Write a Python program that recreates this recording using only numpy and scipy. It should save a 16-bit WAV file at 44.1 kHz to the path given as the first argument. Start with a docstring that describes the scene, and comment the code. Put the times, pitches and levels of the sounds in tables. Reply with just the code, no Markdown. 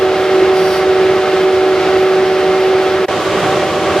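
"""At a station platform, an electric locomotive stands with its cooling blowers running.
The fans hum on a few tones. Their air rushes through ringing ducts and louvres (slatted vents)
and swells gently about twice a second. Compressed air hisses once from a valve. The sound drops
out for an instant and resumes nearer the louvres, with less hum and more rush."""
import sys
import numpy as np
from scipy.fft import rfft, irfft
from scipy.io import wavfile

SR = 44100
rng = np.random.default_rng(int(sys.argv[2]) if len(sys.argv) > 2 else 0)


def to_wav(s):
    """Save 16-bit WAV."""
    ch = np.atleast_2d(s).T  # columns
    pcm = np.round(np.clip(ch, -1, 1) * 32767)  # PCM
    wavfile.write(sys.argv[1], SR, pcm.astype(np.int16))


N = 176400
T = np.arange(N) / SR
HZ = np.maximum(np.arange(N // 2 + 1) * SR / N, 1)
PLATFORM, LOUVRES = 0, 1   # the two listening places

# How alike the two ears hear moving air, from 1 (the same) to -1 (opposite):
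# (frequency [Hz], likeness on the platform [-1 to 1], likeness at the louvres [-1 to 1])
EAR_LIKENESS = [(40, 0.9, 0.96), (350, 0.98, 0.97), (1000, 0.95, .97), (2100, 0.9, 0.91),
                (3500, 0.71, 0.65), (5000, .52, .33), (7000, 0.22, -.05), (12000, .02, -0.71)]


def blower_hum(place):
    """Spinning fans and motors hum: one main tone, which wavers on the platform, and several others."""
    # The main tone as heard on the platform: (time [s], level [dB])
    main_levels = [(0.0, -15.5), (0.02, -10.5), (0.17, -16), (0.44, -10), (0.72, -14.5), (1.07, -10.5),
                   (1.26, -16.5), (1.48, -10.5), (1.84, -14.5), (2.04, -11), (2.42, -14), (2.77, -10.5),
                   (2.83, -15.5), (2.94, -14.5), (2.98, -17.5), (3.03, -12)]
    # The other tones: (pitch [Hz], platform level [dB], louvre level [dB], flutter [share of the tone])
    other_tones = [(86.2, -48, -45, 0.45), (172.3, -42.5, -45, 0.63), (598.8, -23.5, -23.5, .11),
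                   (753.6, -25.5, -33, .14), (768.5, -38, -30, 0.89), (1157, -40.5, -35, .7),
                   (1510, -41.5, -48, .5), (1898, -42, -39, 0.69), (3280, -52, -46, 0.45)]
    seconds, level_db = np.transpose(main_levels)
    main_db = np.interp(T, seconds, level_db) if place == PLATFORM else -22.5
    hum = from_db(main_db) * wavering_tone(hz=377, flutter=0.043)
    for hz, *levels_db, flutter in other_tones:
        hum += from_db(levels_db[place]) * wavering_tone(hz, flutter)
    return hum


def air_rush(place):
    """Swirling air makes the ducts ring; its octaves swell together and each flickers on its own."""
    # The rushing air: (frequency [Hz], platform level [dB per Hz], louvre level [dB per Hz])
    rush_levels = [(22, -80.5, -82), (40, -73.5, -70), (79.6, -56, -54.5), (124, -57, -51), (279, -57, -54),
                   (325, -47, -45.5), (490, -47.5, -45.5), (576, -51.5, -46), (807, -51.5, -52.5),
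                   (960, -57, -53), (1380, -54.5, -53), (1750, -57.5, -57), (3190, -62, -60),
                   (5000, -69, -69), (7000, -79.5, -74.5), (10000, -87, -84.5), (12300, -91.5, -92),
                   (15400, -99, -103)]
    # Where the ducts ring: (pitch [Hz], width [Hz], platform boost [dB], louvre boost [dB])
    duct_rings = [(180, 29, 5.5, 5.5), (251, 14, 4.5, 3), (337, 32, 5, 4.5), (388, 30, 3.5, 4.5),
                  (457, 19, 6, 1.5), (756, 52, 5, 7.5), (1131, 100, 3, 6), (1297, 76, 4.5, 2.5),
                  (1670, 78, 2, 0.5), (2130, 52, 5.5, 2.5), (2720, 37, 3, 2)]
    # How far the level swings up and down with each swell: (frequency [Hz], swing [dB])
    swell_depths = [(300, 0.1), (700, 0.2), (1300, 0.7), (2500, 0.25), (6000, 0.5), (12000, 0.4)]
    ringing_db = sum(boosts[place] * resonance(hz, width) for hz, width, *boosts in duct_rings)
    colour_db = at_hz(rush_levels, HZ, place + 1) + ringing_db
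    air = stereo_noise(colour_db, at_hz(EAR_LIKENESS, HZ, place + 1))
    swell_peak_s, swell_period_s = 0.28, 0.53
    swell = np.cos(2 * np.pi * (T - swell_peak_s) / swell_period_s)
    surge_db = np.exp(-((T - 1.854) / 0.086) ** 2)   # one brief extra push of 1 dB
    gust_db = 0.36 * drift(per_s=2) + surge_db
    rush = 0
    for centre_hz in 20 * 2. ** np.arange(11):
        band = np.maximum(1 - abs(np.log2(HZ / centre_hz)), 0)
        swell_db = at_hz(swell_depths, centre_hz) * swell
        flicker_db = 0.52 * drift(per_s=17)
        rush += irfft(air * band, N) * from_db(swell_db + gust_db + flicker_db)
    return rush


def air_valve():
    """Compressed air escapes through a narrow opening: a short, ringing hiss grows, then shuts off."""
    # The escaping air at its strongest: (frequency [Hz], level [dB per Hz])
    hiss_levels = [(3000, -82), (4300, -71), (5600, -70), (6800, -88), (8800, -81), (11000, -82),
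                   (13000, -85), (15500, -90)]
    # Where the opening rings: (pitch [Hz], width [Hz], boost [dB])
    valve_rings = [(4680, 280, 12.5), (5630, 300, 7), (8800, 260, 9), (10000, 260, 9), (11750, 250, 7),
                   (12600, 300, 7), (13100, 300, 7), (14750, 400, 7)]
    open_s, attack_s, shut_s, release_s, rise_db_per_s = 0.528, 0.02, 0.775, 0.028, 20
    opening = ramp(open_s, open_s + attack_s)
    growth = from_db(rise_db_per_s * np.minimum(T - shut_s, 0))
    closing = np.exp(-np.maximum(T - shut_s, 0) / release_s)
    ringing_db = sum(boost * resonance(hz, width) for hz, width, boost in valve_rings)
    air = stereo_noise(at_hz(hiss_levels, HZ) + ringing_db, at_hz(EAR_LIKENESS, HZ))
    return irfft(air, N) * opening * growth * closing


def wavering_tone(hz, flutter, flutter_per_s=4.7):
    """A tone of average power 1; its pitch wanders slightly and its level and phase tremble."""
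    pitch_hz = hz + 0.35 * drift(per_s=2.4)
    phase = 2 * np.pi * np.cumsum(pitch_hz) / SR + rng.uniform(0, 2 * np.pi)
    tone = (1 + flutter * drift(flutter_per_s)) * np.cos(phase)
    tone += flutter * drift(flutter_per_s) * np.sin(phase)
    return tone / tone.std()


def stereo_noise(db_per_hz, likeness):
    """The spectrum of noise for two ears: a shared part plus a part that sets them apart."""
    shared, apart = rfft(rng.standard_normal((2, N)))
    apart *= np.sqrt((1 - likeness) / (1 + likeness))
    return np.array([shared + apart, shared - apart]) * from_db(db_per_hz) * np.sqrt(SR / 2)


def two_ears(sound, lag_s):
    """The right ear hears the sound a little later and, at most pitches, a little louder."""
    # The balance between the ears: (frequency [Hz], left minus right [dB])
    ear_balance = [(80, -2), (380, -1.65), (2000, -1.5), (3500, 0.1), (12000, -1)]
    left_gain = from_db(at_hz(ear_balance, HZ) / 2)
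    delay = np.exp(-2j * np.pi * HZ * lag_s)
    return irfft(rfft(sound) * np.array([left_gain, delay / left_gain]), N)


def drift(per_s):
    """A smooth random wobble of typical size 1; a higher per_s makes it quicker."""
    smoothing = (HZ > 1) / (1 + (HZ / per_s) ** 2)
    wobble = irfft(rfft(rng.standard_normal(N)) * smoothing, N)
    return wobble / wobble.std()


def resonance(hz, width):
    """A bump of height 1 around the pitch at which something rings."""
    return 1 / (1 + (2 * (HZ - hz) / width) ** 2)


def at_hz(table, hz, column=1):
    """Look up a frequency in a table, sliding between rows with every octave equally wide."""
    rows = np.array(table)
    return np.interp(np.log(hz), np.log(rows[:, 0]), rows[:, column])


def ramp(start_s, end_s):
    """A straight rise from 0 to 1 between two times."""
    return np.clip((T - start_s) / (end_s - start_s), 0, 1)


def from_db(db):
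    """Turn decibels into a number to multiply the sound by."""
    return 10 ** (np.asarray(db) / 20)


def scene():
    """The locomotive heard from the platform, then, after a brief dropout, near the louvres."""
    platform = two_ears(blower_hum(PLATFORM) + air_rush(PLATFORM) + air_valve(), lag_s=2.7e-5)
    louvres = two_ears(blower_hum(LOUVRES) + air_rush(LOUVRES), lag_s=1.3e-5)
    fade_s, gone_s, resume_s = 3.047, 3.061, 3.0812
    leaving = 1 - ramp(fade_s, gone_s)
    faint_lead_in = from_db(-19) * ramp(fade_s, resume_s)
    arriving = np.maximum(faint_lead_in, ramp(resume_s, resume_s + 0.003))
    return platform * leaving + louvres * arriving


def record(dry):
    """The microphone adds a faint whine and hiss; peaks are limited and the highest treble is cut."""
    whine = from_db(-58) * wavering_tone(hz=11653, flutter=0.43, flutter_per_s=10)
    hiss = from_db(-53) * rng.standard_normal((2, N))
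    limited = np.clip(dry + whine + hiss, -1, 1)
    treble_cut = 1 / np.sqrt(1 + (HZ / 15600) ** 200)
    return irfft(rfft(limited) * treble_cut, N)


dry = scene()
out = record(dry)
to_wav(out)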